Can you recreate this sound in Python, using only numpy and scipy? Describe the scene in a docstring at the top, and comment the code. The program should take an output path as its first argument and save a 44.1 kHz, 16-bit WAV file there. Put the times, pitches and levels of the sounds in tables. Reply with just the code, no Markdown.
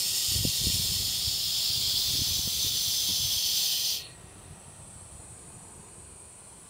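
"""Compressed air rushes through a valve and plastic pipes under a tub of fine sand: noise through pipe resonances.
The hand-held camera turns slowly, so the resonances reach its one microphone at changing strengths.
From the start a thin high hiss and an outdoor rush (shaped noise) lie behind it, and light wind buffets
the microphone: lumpy rumble plus single eddies. A hand bumps the rim before and after the valve shuts
(decaying sines); once it shuts, the pipes drain in a gasp and a slow bleed, two shaped noises."""
import sys
import numpy as np
from scipy import signal
from scipy.fft import rfft, irfft, next_fast_len
from scipy.io import wavfile
from scipy.ndimage import uniform_filter1d, map_coordinates

SR = 44100
rng = np.random.default_rng(int(sys.argv[2]) if len(sys.argv) > 2 else 0)


def gain_from_db(level_db):
    """Convert decibel levels to linear amplitude factors (20 dB per decade)."""
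    decades = np.asarray(level_db, float) / 20
    return 10 ** decades


def transcribe(u):
    """Save the signal u as a 16-bit wav file named by the first command-line argument.

    u: samples, shape (n,) or (channels, n), limited to [-1, 1]; the rate is SR.
    q: integer samples, one column per channel.
    """
    v = np.clip(np.atleast_2d(u).T, -1, 1)
    q = np.round(v * 32767).astype(np.int16)
    wavfile.write(sys.argv[1], SR, q)


N = 295029
SHUT_S = 3.897  # the valve starts to shut


def unit(x):
    """x at rms 1."""
    return x / np.sqrt(np.mean(x ** 2) + 1e-20)


def seconds():
    """Time of every sample."""
    return np.arange(N) / SR


def after(start_s, length_s):
    """Time since a start, in units of a length; zero before it."""
    return np.clip(seconds() - start_s, 0, None) / length_s


def curves(rows, t):
    """Each column after the time, read at times t."""
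    s, *cols = np.transpose(rows)
    return [np.interp(t, s, c) for c in cols]


def along(points, hz):
    """Each column of (f/Hz, value, ..) points, read on a log frequency axis."""
    f, *cols = np.transpose(points)
    return np.array([np.interp(np.log(hz + 1), np.log(f + 1), c) for c in cols])


def peaks(modes, hz):
    """Summed power of steep resonances, one row per level column."""
    total = 0
    for centre_hz, width_hz, *db in modes:
        shape = 1 / (1 + (2 * (hz - centre_hz) / width_hz) ** 2) ** 2
        total = total + gain_from_db(np.array(db))[:, None] ** 2 * shape
    return total


def wobble(rate_hz):
    """A smooth random curve, rate_hz knots a second."""
    knots = rng.standard_normal(int(N * rate_hz / SR) + 4)
    return map_coordinates(knots, [np.arange(N) * rate_hz / SR])


def patches(shape, tall, long):
    """A random field of rms 1, smooth over tall bins and long frames."""
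    field = uniform_filter1d(rng.standard_normal(shape), tall, axis=0)
    return unit(uniform_filter1d(field, long, axis=1))


def rush(gain, patchy_db, streaky_db, size=1024):
    """Noise shaped by gain(Hz, s); broad random patches drift, narrow random streaks in the spectrum last longer."""
    hz, t, z = signal.stft(rng.standard_normal(N), SR, nperseg=size)
    broad = patches(z.shape, 6, 10)
    narrow = patches(z.shape, 2, 50)
    shaped = z * gain(hz, t) * gain_from_db(patchy_db * broad + streaky_db * narrow)
    return signal.istft(shaped, SR, nperseg=size)[1][:N]


def pipes():
    """Turbulent jet through the pipe resonances, heard from a slowly turning camera until the valve chokes it."""
    # flow through the open valve: t/s, level/dB
    flow = [(0, -28.5), (.5, -28.5), (1.33, -29), (1.6, -26.5), (2.1, -27.5), (2.55, -29), (3.3, -27),
            (3.68, -26.5), (3.8, -28.5)]
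    # pipe resonances: f/Hz, width/Hz, relative level/dB at bearing 0, 1, 2, 3
    pipe_modes = [(737, 120, -22.5, -23.5, -21, -17.5), (1224, 84, -23.5, -25, -31, -51),
                  (1910, 63, -13, -27.5, -20, -13.5), (3270, 423, -7, -3.5, -3.5, 5),
                  (3543, 410, -5.5, -3, -6, -28), (4420, 630, -3, -0.5, -7, -0.5),
                  (4805, 180, -11, 1, -10, 7.5), (5247, 460, 0, -0.5, -3, -0.5),
                  (6100, 150, -23, -12.5, 2, 6), (6960, 640, -8.5, -11, -16.5, -13),
                  (7466, 110, -5, -6.5, -7, -3), (9280, 350, -3, -10.5, -13, -5.5),
                  (10590, 300, -21, -12.5, -21, -21), (11840, 630, -9.5, -24, -27, -16),
                  (12400, 440, -22, -14, -16, -12), (13900, 630, -12, -12, -14, -7),
                  (14900, 400, -17, -20, -18, -9), (14900, 300, -18, -21, -12, -5),
                  (15200, 320, -14, -16, -33, -12)]
    # jet noise between the resonances: f/Hz, relative level/dB at bearing 0, 1, 2, 3
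    jet = [(400, -62, -42, -62, -60), (1020, -36, -34.5, -29.5, -39), (1780, -33, -30, -32.5, -44),
           (2470, -19.5, -21.5, -20.5, -14), (2960, -9.5, -14, -17, -1.5), (4140, -13.5, -1.5, -2.5, -5.5),
           (5650, -9, -12.5, -10.5, 0), (7900, -10.5, -14, -14, -20), (8100, -11.5, -15, -17.5, -12),
           (10200, -15, -19.5, -14.5, -14), (11400, -23, -19, -17, -12.5), (12900, -17, -27, -18.5, -10),
           (15800, -19, -13, -14, -17)]
    # camera turn through four positions: t/s, bearing (0-3)
    bearings = [(0, .01), (1.1, 0.37), (1.7, 1), (1.95, 1.3), (2.15, 1.8), (3.3, 2.31), (3.9, 2.73)]
    closing_s, closed_db, closing_bend = .18, 50, 2.57  # loss after closing_s, growing ever faster

    def colour(hz, t):
        log_views = np.log(peaks(pipe_modes, hz) + gain_from_db(along(jet, hz)) ** 2) / 2
        # equal power at each bearing
        log_views -= np.log(np.exp(2 * log_views).sum(axis=1, keepdims=True)) / 2
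        bearing = np.clip(curves(bearings, t)[0], 0, len(log_views) - 1)
        share = np.clip(1 - abs(bearing - np.arange(len(log_views))[:, None]), 0, 1)
        return np.exp(log_views.T @ share)

    choke_db = closed_db * after(SHUT_S, closing_s) ** closing_bend
    flow_db = curves(flow, seconds())[0] - choke_db
    flutter_db = 0.55 * wobble(8) + .5 * wobble(29.82)  # the bubbling sand makes the flow unsteady
    return unit(rush(colour, patchy_db=1.2, streaky_db=1.2)) * gain_from_db(flow_db + flutter_db)


def thin_hiss():
    """Three narrow high bands of noise that swell on their own and end steeply at the top."""
    # t/s, low band level/dB, middle band/dB re low, high band/dB re low
    thin = [(4.1, -57.5, -2.5, -3), (4.5, -56, -4.5, -5), (4.8, -52.5, -5, -6), (5.15, -51.5, -4.5, -7.5),
            (5.5, -53.5, 0, -2), (5.9, -55, 1.5, -0.5), (6.3, -54.5, 1.5, -3.5), (6.69, -54.5, -4, -5)]
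    # one group of resonances per band: f/Hz, width/Hz, relative level/dB
    thin_bands = [
        [(7620, 700, -14), (8070, 390, -6.5), (8420, 290, -1.5)],
        [(7020, 300, -9.5), (8930, 420, -2), (9220, 350, -3.5)],
        [(9940, 380, 2.5), (10460, 650, -6.5)],
    ]

    def colour(modes, hz):
        return np.sqrt(peaks(modes, hz)).T / (1 + (hz[:, None] / 10800) ** 60)

    low_db, middle_db, high_db = curves(thin, seconds())
    low, middle, high = [unit(rush(lambda hz, t: colour(b, hz), patchy_db=0.3, streaky_db=3.5))
                         for b in thin_bands]
    return gain_from_db(low_db) * (low + gain_from_db(middle_db) * middle + gain_from_db(high_db) * high)


def background():
    """Smooth distant outdoor rush: noise with a low drone and faint resonances."""
    # broad spectrum: f/Hz, relative level/dB
    air = [(150, -28), (250, -5.5), (362, 1), (421, -1.5), (517, -2), (970, -2.5), (1980, -12.5),
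           (2750, -12.5), (3190, -14), (4260, -14.5), (6600, -18.5), (8580, -38), (14500, -120)]
    # low drone and faint resonances: f/Hz, width/Hz, relative level/dB
    air_modes = [(153, 73, 5), (2500, 120, -14.5), (4280, 280, -17.5), (6000, 210, -13.5),
                 (11420, 240, -16), (12200, 200, -25), (13200, 630, -20), (14550, 820, -18),
                 (15400, 300, -35)]
    # slow swell: t/s, level/dB
    air_swell = [(0, -53.5), (4.2, -55), (5.2, -54.5), (6.2, -56), (6.69, -54.5)]

    def colour(hz, t):
        return (gain_from_db(along(air, hz)) + np.sqrt(peaks(air_modes, hz))).T

    return gain_from_db(curves(air_swell, seconds())[0]) * unit(rush(colour, patchy_db=0.8, streaky_db=1.8))


def swarm(level_db, force):
    """Rows of small eddies, more frequent and louder as the wind blows harder."""
    count = round(24 * N / SR)  # 24 candidates a second
    u = rng.random((count, 2))
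    g = rng.standard_normal((count, 3))
    at = (2000 + u[:, 0] * (N - 4000)).astype(int)
    push_db = level_db[at] + 5 + 3 * g[:, 0]
    push_hz = 115 * gain_from_db(1.2 * g[:, 1])
    edge_db = np.minimum(-12.5 + 3 * g[:, 2], -8)
    rows = np.transpose([at / SR, push_db, push_hz, edge_db])
    return rows[u[:, 1] < .1 + force[at]]


def eddy(t, push_hz, edge_db, a, b):
    """One eddy at the microphone: a slow push with a sharper, ragged edge; a and b vary its shape."""
    push = np.exp(-(t * push_hz / 0.61) ** 2) * np.cos(2 * np.pi * push_hz * t + 0.63 * a)
    cusp = np.exp(-np.sqrt(t ** 2 + .0009 ** 2) / .0028)
    tone = np.sin(2 * np.pi * 250 * gain_from_db(1.8 * b) * t + 0.77 * a)
    overtones = 0.37 * np.sin(2 * np.pi * 480 * t + a) + 0.11 * np.sin(2 * np.pi * 740 * t + b)
    edge = cusp * (tone + gain_from_db(edge_db) * overtones)
    ragged = unit(np.convolve(rng.standard_normal(len(t)), np.hanning(95), "same"))
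    edge += .5 * np.exp(-abs(t) / .006) * ragged * gain_from_db(edge_db)
    return push + gain_from_db(edge_db + 4.5) * edge


def wind():
    """A rumble that grows lumpier and deeper as it blows harder, and single eddies bursting on the microphone."""
    # buffeting: t/s, level/dB
    gusts = [(0.0, -51), (0.18, -54), (0.4, -40.5), (0.55, -50.5), (0.67, -39), (0.79, -44), (1.19, -47.5),
             (1.45, -50.5), (2.15, -44), (2.5, -46.5), (2.96, -51.5), (3.2, -45.5), (3.4, -52.5),
             (3.85, -55.5), (4.32, -50), (4.79, -52.5), (6.0, -52), (6.4, -57)]
    # rumble spectrum in light wind: f/Hz, relative level/dB
    buffet = [(13, -55), (22, -20), (60, 4), (150, 1), (200, -2.5), (280, -16.5), (400, -12), (600, -20.5),
              (1100, -120)]
    # strongest eddies: t/s, push level/dB, push f/Hz, edge sharpness/dB
    puffs = [(0.291, -32.5, 83, -21), (0.393, -26, 115, -23), (0.41, -27, 106, -20),
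             (0.452, -21.5, 124, -3), (0.475, -25, 127, -28), (0.495, -31.5, 102.5, -18),
             (0.617, -30, 100, -9), (0.67, -25.5, 114, -4.5), (0.7, -30, 131, -6.5), (0.744, -28, 115, -21),
             (0.8, -29.5, 133, -20), (1.003, -36, 131, -6), (1.281, -28, 95, -22), (1.78, -33.5, 102, -15),
             (1.876, -37.5, 100, -6), (2.154, -34, 109.6, -5.5), (2.193, -30, 111, -10),
             (2.219, -25.5, 109, -8.5), (2.395, -28.5, 99, -12), (2.476, -34, 178, -2.5),
             (2.648, -32, 108, -7.5), (2.668, -32.5, 94, -11), (2.711, -39, 102, -8),
             (2.881, -35.5, 102, -27), (3.254, -34.5, 98, -21), (3.37, -36, 81, -24),
             (4.512, -38, 105, -24), (5.154, -39, 95, -23)]
    level_db = curves(gusts, seconds())[0]
    force = np.clip((level_db + 54) / 12, 0, 1)
    lumps = gain_from_db(force * (6.7 * wobble(6.4) + 5.8 * wobble(35)) + 0.89 * wobble(23))
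    lumps /= np.sqrt(abs(uniform_filter1d(lumps ** 2, size=SR // 3)))  # level over 1/3 s stays as set

    def colour(hz, t):
        deeper_db = 5.1 * (hz < 90)[:, None] * np.interp(t, seconds(), force)
        return gain_from_db(along(buffet, hz).T + deeper_db)

    out = gain_from_db(level_db) * lumps * unit(rush(colour, patchy_db=1.34, streaky_db=-0.7, size=4096))
    t = np.arange(-2000, 2000) / SR
    eddies = [*puffs, *swarm(level_db, force)]
    shapes = rng.standard_normal((len(eddies), 2))
    for (s, push_db, push_hz, edge_db), (a, b) in zip(eddies, shapes):
        start = round(s * SR) - len(t) // 2
        out[start:][:len(t)] += gain_from_db(push_db) * eddy(t, push_hz, edge_db, a, b)
    return out


def knocks():
    """Each bump of a hand rings the plastic rim briefly, its modes at new strengths."""
    # bumps: t/s, level/dB
    bumps = [(3.089, -29.5), (3.1, -32), (4.358, -41)]
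    # rim modes: f/Hz, mean relative level/dB, t60/s
    rim_modes = [(203, 0.5, .04), (297, 0, 0.041), (450, -7, .03), (680, -7, 0.029), (950, -10, .03)]
    out = np.zeros(N)
    t = np.arange(SR // 4) / SR
    onset = 1 - np.exp(-t / 0.0024)
    for s, db in bumps:
        ring = 0
        for hz, level_db, t60_s in rim_modes:
            decay = gain_from_db(level_db + rng.normal(0, 2) - 60 * t / t60_s)
            ring = ring + decay * np.sin(2 * np.pi * hz * t)
        out[round(s * SR):][:len(t)] += gain_from_db(db) * ring * onset
    return out


def drain():
    """The pipes empty in a short last gasp, then a slow bleed: two shaped noises."""
    # f/Hz, last gasp relative level/dB, slow bleed relative level/dB
    draining = [(1500, -47, -30), (1840, -28.5, -22), (1900, -9, 12), (1943, -19, -16.5), (2640, 3.5, -4),
                (3320, -6, -9), (3880, 2, -4), (4320, 3, -15), (4630, -21, -29), (5960, -24, -25),
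                (8000, -70, -60)]
    # pipe resonance in the last gasp: f/Hz, width/Hz, relative level/dB
    gasp_ring = [(4320, 120, 6)]
    gasp_s, gasp_peak_db = 4.0, -44
    gasp_width_s, gasp_fall_db = .1, 9.5  # loss one width away from the peak
    bleed_start_db, bleed_sag_db_per_s = -62.5, 6
    bleed_ends_s, bleed_fade_s = 4.67, 0.36  # 30 dB down after bleed_fade_s

    def gasp_colour(hz, t):
        return (gain_from_db(along(draining, hz)[0]) + np.sqrt(peaks(gasp_ring, hz))).T

    def bleed_colour(hz, t):
        return gain_from_db(along(draining, hz)[1])[:, None]

    gasp_db = gasp_peak_db - gasp_fall_db * ((seconds() - gasp_s) / gasp_width_s) ** 2
    bleed_db = bleed_start_db - bleed_sag_db_per_s * after(gasp_s, 1)
    bleed_db -= 30 * after(bleed_ends_s, bleed_fade_s) ** 2
    bleed_onset = np.clip(after(SHUT_S, gasp_width_s), 0, 1)
    gasp = gain_from_db(gasp_db) * unit(rush(gasp_colour, patchy_db=1.2, streaky_db=1.5))
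    bleed = gain_from_db(bleed_db) * bleed_onset * unit(rush(bleed_colour, patchy_db=1.2, streaky_db=1.5))
    return gasp + bleed


def scene():
    """One microphone feeds both channels."""
    mono = pipes() + thin_hiss() + background() + wind() + knocks() + drain()
    return np.tile(mono, (2, 1))


def top_cut(x):
    """Nothing passes above the cut-off."""
    return signal.sosfilt(signal.butter(12, 17100, fs=SR, output="sos"), x)


def record(dry):
    """The camera keeps nothing above its band limit."""
    top_hz = 15740
    m = next_fast_len(N + SR // 4)
    in_band = np.fft.rfftfreq(m, 1 / SR) < top_hz
    kept = irfft(rfft(dry, m) * in_band, m)[:, :N]
    return top_cut(kept)


dry = scene()
out = record(dry)
transcribe(out)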